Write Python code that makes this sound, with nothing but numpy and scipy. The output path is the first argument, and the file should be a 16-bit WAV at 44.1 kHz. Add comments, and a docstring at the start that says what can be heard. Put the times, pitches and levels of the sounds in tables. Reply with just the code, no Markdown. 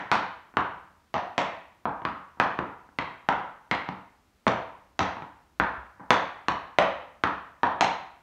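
"""A bare, live room with a hard floor, heard close up from the ground.
A dancer in metal-tipped tap shoes steps, brushes and drops heels.
Each contact is one short blow that rings sole, floor and metal plate for a few milliseconds.
The room answers every blow; dull thuds and a faint steady rush lie underneath."""
import sys
import numpy as np
from scipy import signal
from scipy.fft import rfft, irfft, next_fast_len
from scipy.io import wavfile
from scipy.ndimage import uniform_filter1d, minimum_filter1d, map_coordinates

SR = 44100
rng = np.random.default_rng(int(sys.argv[2]) if len(sys.argv) > 2 else 0)


def dump_mix(stems):
    """Bounce the given channels to the path in sys.argv[1] as a 16-bit WAV at rate SR."""
    frames = np.atleast_2d(stems).T  # one column per channel
    limited = np.clip(frames, -1, 1)  # hard clip at full scale
    pcm = np.round(limited * 32767).astype(np.int16)
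    wavfile.write(sys.argv[1], SR, pcm)


N = 362502

# the dancer's taps: start_s, strength_db, click_db, sole_hz, sole_db, zing_db, room_db
TAP_HITS = [(0.1156, 17, 8.5, 890, 4, 4, 2.5), (0.5695, 18.5, -6.0, 1170, 4.0, 3.0, -1),
            (1.141, 7.5, 2, 694, 11.0, 8, 5), (1.3795, 13.5, 9, 640, 8, 5.5, 2.0),
            (1.8543, 11.0, -13, 786, 8, -6, 0.0), (2.0512, 8.0, 7.5, 1184, 9.5, -2.5, -1.5),
            (2.3995, 20.5, -3.5, 710.0, 4, 3.5, -0.5), (2.589, 13.5, -11.5, 403, 4.5, 2.5, -2.5),
            (2.987, 9.5, 11, 1080.0, 4.5, -2.5, -1), (3.2878, 19.5, -6, 830, 3, 6.5, -0.5),
            (3.7125, 12.5, 11, 1720, 4.0, -1.5, 1.5), (3.8883, 3, 1, 880, 6, 6.5, -3.5),
            (4.4672, 20, -11.5, 525, 8.5, 2.5, -2), (4.4752, 8.5, 6, 984, 12, -5, -6),
            (4.4798, 10.5, 12, 640.0, 11.5, 5.5, -1), (4.9918, 11.5, 9.5, 720.0, 6.5, 9.5, 1.5),
            (5.0054, 10.5, -4.0, 1700, 1.5, -2, 3), (5.5989, 19, -7, 1520.0, 4.5, 2.0, -0.5),
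            (6.1056, 25, 3.5, 514, 4, 7, -1.5), (6.4836, 14.5, 5.5, 1040.0, 3.5, 3.5, -1.5),
            (6.7859, 20.0, 5.5, 589, 14.5, 4, 0), (7.2372, 18.5, 2.0, 1430.0, 4.5, 0.0, -2.0),
            (7.6323, 18, -8.5, 791, 5, 3.0, 1), (7.8091, 16.5, 10.0, 744, 11, 9.5, 2)]
# light grazes of a foot between the taps: start_s, strength_db, room_db
GRAZE_HITS = [(.539, -13, -1), (2.0186, -7, -2.5), (2.3717, -19.5, 2), (2.889, -18, -6.5),
              (5.1689, -4, -2.5), (5.2214, -3.5, -3), (5.996, -14.5, 7)]
# dull thuds of weight on the floor: start_s, level_db, pitch_hz
FLOOR_THUDS = [(1.152, -50, 90), (4.469, -28, 118.4), (4.996, -30.5, 86), (5.163, -43, 104.5),
               (5.6, -31.5, 58.6), (5.777, -41, 64.6), (7.239, -40, 61)]
# base tone of a shoe striking the floor: frequency_hz, level_db
SHOE_TONE = [(25, -37.5), (70.0, -12.5), (150.0, -4.5), (300.0, -3), (480.0, -6.5), (700.0, -4),
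             (1000.0, -1.5), (1500.0, -5.5), (2200.0, -10.5), (3600.0, -17.5), (5000.0, -29.5),
             (6200.0, -36), (8500.0, -49.5), (15000.0, -61)]
# tone of the reverb tail: frequency_hz, gain_db
REVERB_TONE = [(70.0, 7.5), (130.0, 2.5), (180.0, 4.5), (230.0, 4.5), (290.0, 2), (400.0, 2.16), (620.0, 7),
               (950.0, 7.5), (1500.0, 5.5), (3000.0, 2), (6000.0, -1.2), (12000.0, -1.5)]
# length of the reverb tail: frequency_hz, t60_s
REVERB_DECAY = [(70, 0.9), (150, 0.29), (450, 0.54), (900, 0.58), (2000, 0.6), (4200, 0.54), (5100, 0.45),
                (6500, 0.43), (8000, 0.33), (12000, .27)]
# room resonances and one dip: centre_hz, width_hz, gain_db
ROOM_RESONANCES = [(186.6, 5.8, 8), (286.7, 38, 5), (506, 29, 2.5), (630, 63, -4.5), (655, 5.3, 8.5),
                   (957, 81, 2.5)]
# first reflections from cupboard, walls and ceiling: delay_s, gain_db
EARLY_ECHOES = [(.0062, -26.5), (0.0095, -32), (0.0123, -18), (0.015, -27.5), (0.0252, -17), (0.037, -12.5)]
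# tone of the background rush: frequency_hz, relative_db
RUSH_TONE = [(15, -28), (25, -11.5), (75, 3.5), (110, -9.5), (322, -5), (378, -12), (614, -14.5),
             (722, -13.5), (1170, -15.5), (1270, -15.5), (3630, -23.5), (6050, -26), (10400, -32),
             (12200, -31.5), (15500, -36)]


def taps(room_tone):
    """Metal-tipped shoes strike the floor; the harder the contact, the higher the plate rings."""
    track = np.zeros(N)
    for start_s, strength_db, click_db, sole_hz, sole_db, zing_db, room_db in TAP_HITS:
        # the body's weight hardly changes, so its thump stands out of soft, dry taps
        thump_db = 12 - 0.65 * strength_db - 0.96 * room_db
        plate_hz = 1670 * 2 ** (click_db / 26)  # an octave up per 26 dB of click
        pulse = blow(strength_db, thump_db, click_db, sole_hz, sole_db, plate_hz,
                     plate_db=2.5, zing_db=zing_db)
        add(track, start_s, shoe_in_room(pulse, room_db, room_tone))
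    return track


def blow(strength_db, thump_db, click_db, sole_hz, sole_db, plate_hz, plate_db, zing_db):
    """One hit: weight adds bass, hardness adds treble, the spot struck sets the sole and plate rings."""
    reach_hz = 5000 * amp(strength_db) ** 0.41  # a stronger blow is shorter and reaches higher

    def spectrum_db(hz):
        body = strength_db + along(SHOE_TONE, hz)
        weight = thump_db / (1 + (hz / 400) ** 3)
        treble_shelf = 0.87 / (1 + (2400 / (hz + 1)) ** 3)
        hardness = click_db * (treble_shelf + 0.32 * hump(hz, 8300, 0.15))
        rings = sole_db * hump(hz, sole_hz, 0.33) + plate_db * hump(hz, plate_hz, 0.24)
        # a metal mode with a notch below it
        zing = zing_db * (1.23 * hump(hz, 6000, 0.4) - 0.71 * hump(hz, 4960, 0.1))
        roll_off = -10 * np.log10(1 + (hz / reach_hz) ** 10)
        return body + weight + hardness + rings + plate_modes(hz) + zing + roll_off
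    return sole_bending(impulse(spectrum_db))


def plate_modes(hz, depth_db=2.5, spacing_hz=230, lowest_hz=1200):
    """Each spot struck favours some of the plate's upper modes and misses others: a ripple in dB."""
    strengths = rng.standard_normal(256)
    ripple = map_coordinates(strengths, [hz / spacing_hz], mode="mirror")
    return depth_db * ripple * hz ** 2 / (hz ** 2 + lowest_hz ** 2)


def sole_bending(pulse, travel_s=0.00088):
    """Bending waves in the sole: treble arrives first, bass trails (travel_s holds near 1 kHz)."""
    khz = np.fft.rfftfreq(len(pulse), 1 / SR) / 1000
    lag_cycles = 2000 * travel_s * (np.sqrt(khz + 0.1) - np.sqrt(0.1))
    return irfft(rfft(pulse) * np.exp(-2j * np.pi * lag_cycles))


def plate_rattle(pulse, rattle_db=-5, t60_s=0.012, rise_s=0.00072, lowest_hz=900):
    """The screwed-on plate chatters for a few milliseconds, differently at every blow."""
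    t = np.arange(SR // 30) / SR
    attack = 1 - np.exp(-(t / rise_s) ** 2)
    chatter = rng.standard_normal(len(t)) * decay(t, t60_s) * attack
    low_cut = signal.butter(2, lowest_hz, "highpass", fs=SR, output="sos")
    chatter = signal.sosfilt(low_cut, chatter / np.linalg.norm(chatter))
    return pulse + amp(rattle_db) * signal.fftconvolve(pulse, chatter)[:len(pulse)]


def beamed_clack(pulse, room_db, beaming=0.28, clack_db=1.0, clack_hz=2300):
    """A shoe that faces the listener beams its clack straight ahead: drier hits get more bite."""
    beam = impulse(lambda hz: (clack_db - beaming * room_db) * hump(hz, clack_hz, 0.89))
    return signal.fftconvolve(pulse, beam)[:len(pulse)]


def shoe_in_room(pulse, room_db, room_tone, direct_db=-0.36):
    """A blow arrives directly, with clack and rattle, and again through the room."""
    direct = amp(direct_db) * plate_rattle(beamed_clack(pulse, room_db))
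    reverb = amp(room_db) * signal.fftconvolve(pulse, room_response(room_tone))
    return reverb + np.pad(direct, (0, len(reverb) - len(direct)))


def grazes(room_tone):
    """A foot touches the floor in passing with a soft knock."""
    track = np.zeros(N)
    for start_s, strength_db, room_db in GRAZE_HITS:
        pulse = blow(strength_db, thump_db=10, click_db=-6.5, sole_hz=850, sole_db=6,
                     plate_hz=1550, plate_db=4.5, zing_db=1.5)
        add(track, start_s, shoe_in_room(pulse, room_db, room_tone))
    return track


def floor_thuds(t60_s=0.3, rise_s=0.0037):
    """The floor answers a shift of weight with a low, damped tone."""
    track = np.zeros(N)
    t = np.arange(SR // 2) / SR
    envelope = decay(t, t60_s) * (1 - np.exp(-t / rise_s))
    for start_s, level_db, pitch_hz in FLOOR_THUDS:
        add(track, start_s, amp(level_db) * np.sin(2 * np.pi * pitch_hz * t) * envelope)
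    return track


def room_response(room_tone, tail_db=-1.0, build_s=0.0022, path_scatter=0.036):
    """The room's answer from one spot on the floor: a few early echoes, then a diffuse tail."""
    hz, t, noise = signal.stft(rng.standard_normal(SR), SR, nperseg=256)
    t60_s = along(REVERB_DECAY, hz)[:, None]
    unit_energy = np.sqrt(2 * np.log(1000) / (t60_s * SR))
    tail = signal.istft(noise * unit_energy * decay(t, t60_s), SR, nperseg=256)[1][:SR]
    tail *= 1 - np.exp(-(np.arange(SR) / SR / build_s) ** 2)  # echoes need time to pile up
    response = amp(tail_db) * signal.fftconvolve(tail, room_tone)[:SR]
    for delay_s, gain_db in EARLY_ECHOES:
        path_scale = 1 + path_scatter * rng.standard_normal()  # paths change as the feet move about
        response[round(delay_s * path_scale * SR)] += amp(gain_db)
    return response


def room_colour_db(hz):
    """The room's broad colour with its resonances on top."""
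    resonances = sum(gain_db / (1 + (2 * (hz - centre_hz) / width_hz) ** 2)
                     for centre_hz, width_hz, gain_db in ROOM_RESONANCES)
    return along(REVERB_TONE, hz) + resonances


def opening_ring(room_tone):
    """The room still rings from a step taken just before the scene opens."""
    track = np.zeros(N)
    pulse = blow(strength_db=14.5, thump_db=4.5, click_db=3.5, sole_hz=900, sole_db=3.5,
                 plate_hz=1860, plate_db=9.5, zing_db=8)
    add(track, -0.1, signal.fftconvolve(pulse, room_response(room_tone)))
    return track


def background_rush(level_db=-66):
    """Steady rush of the room and hiss of the microphone."""
    size = next_fast_len(N + SR // 4)
    tone = amp(along(RUSH_TONE, np.fft.rfftfreq(size, 1 / SR)))
    rush = irfft(rfft(rng.standard_normal(N), size) * tone, size)[:N]
    return amp(level_db) * rush / np.std(rush)


def amp(db):
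    """Decibels to gain."""
    return 10 ** (np.asarray(db) / 20)


def decay(t, t60_s):
    """A fade that loses 60 dB every t60_s."""
    return np.exp(-np.log(1000) * t / t60_s)


def along(points, hz):
    """Read a curve of (frequency_hz, value) points on a log axis."""
    point_hz, values = np.transpose(points)
    return np.interp(np.log(hz + 1), np.log(point_hz), values)


def hump(hz, centre_hz, octaves):
    """A resonance peak of height 1 on a log axis."""
    return 1 / (1 + (np.log2((hz + 1) / centre_hz) / octaves) ** 2)


def impulse(spectrum_db, size=4096):
    """The tightest causal pulse with the given spectrum (minimum phase)."""
    gains = amp(spectrum_db(np.fft.rfftfreq(size, 1 / SR)))
    cepstrum = irfft(np.log(gains))
    cepstrum[1:size // 2] *= 2
    cepstrum[size // 2 + 1:] = 0
    return irfft(np.exp(rfft(cepstrum)))


def add(track, start_s, sound):
    """Mix a sound into the track, trimming what falls outside."""
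    start = round(start_s * SR)
    part = sound[max(-start, 0):max(N - start, 0)]
    track[max(start, 0):][:len(part)] += part


def scene():
    """The dancer in the room, in mono."""
    room_tone = impulse(room_colour_db, size=8192)
    dancer = taps(room_tone) + grazes(room_tone) + floor_thuds()
    return (dancer + opening_ring(room_tone) + background_rush())[None]


def record(dry):
    """A fast limiter catches the hardest peaks; a steep high cut removes the very top."""
    ceiling, top_hz = 0.86, 15750
    gain = minimum_filter1d(ceiling / np.maximum(np.abs(dry), ceiling), size=129)
    limited = dry * uniform_filter1d(gain, size=129)
    size = next_fast_len(N + SR // 4)
    passband = np.fft.rfftfreq(size, 1 / SR) < top_hz
    return irfft(rfft(limited, size) * passband, size)[:, :N]


dry = scene()
out = record(dry)
dump_mix(out)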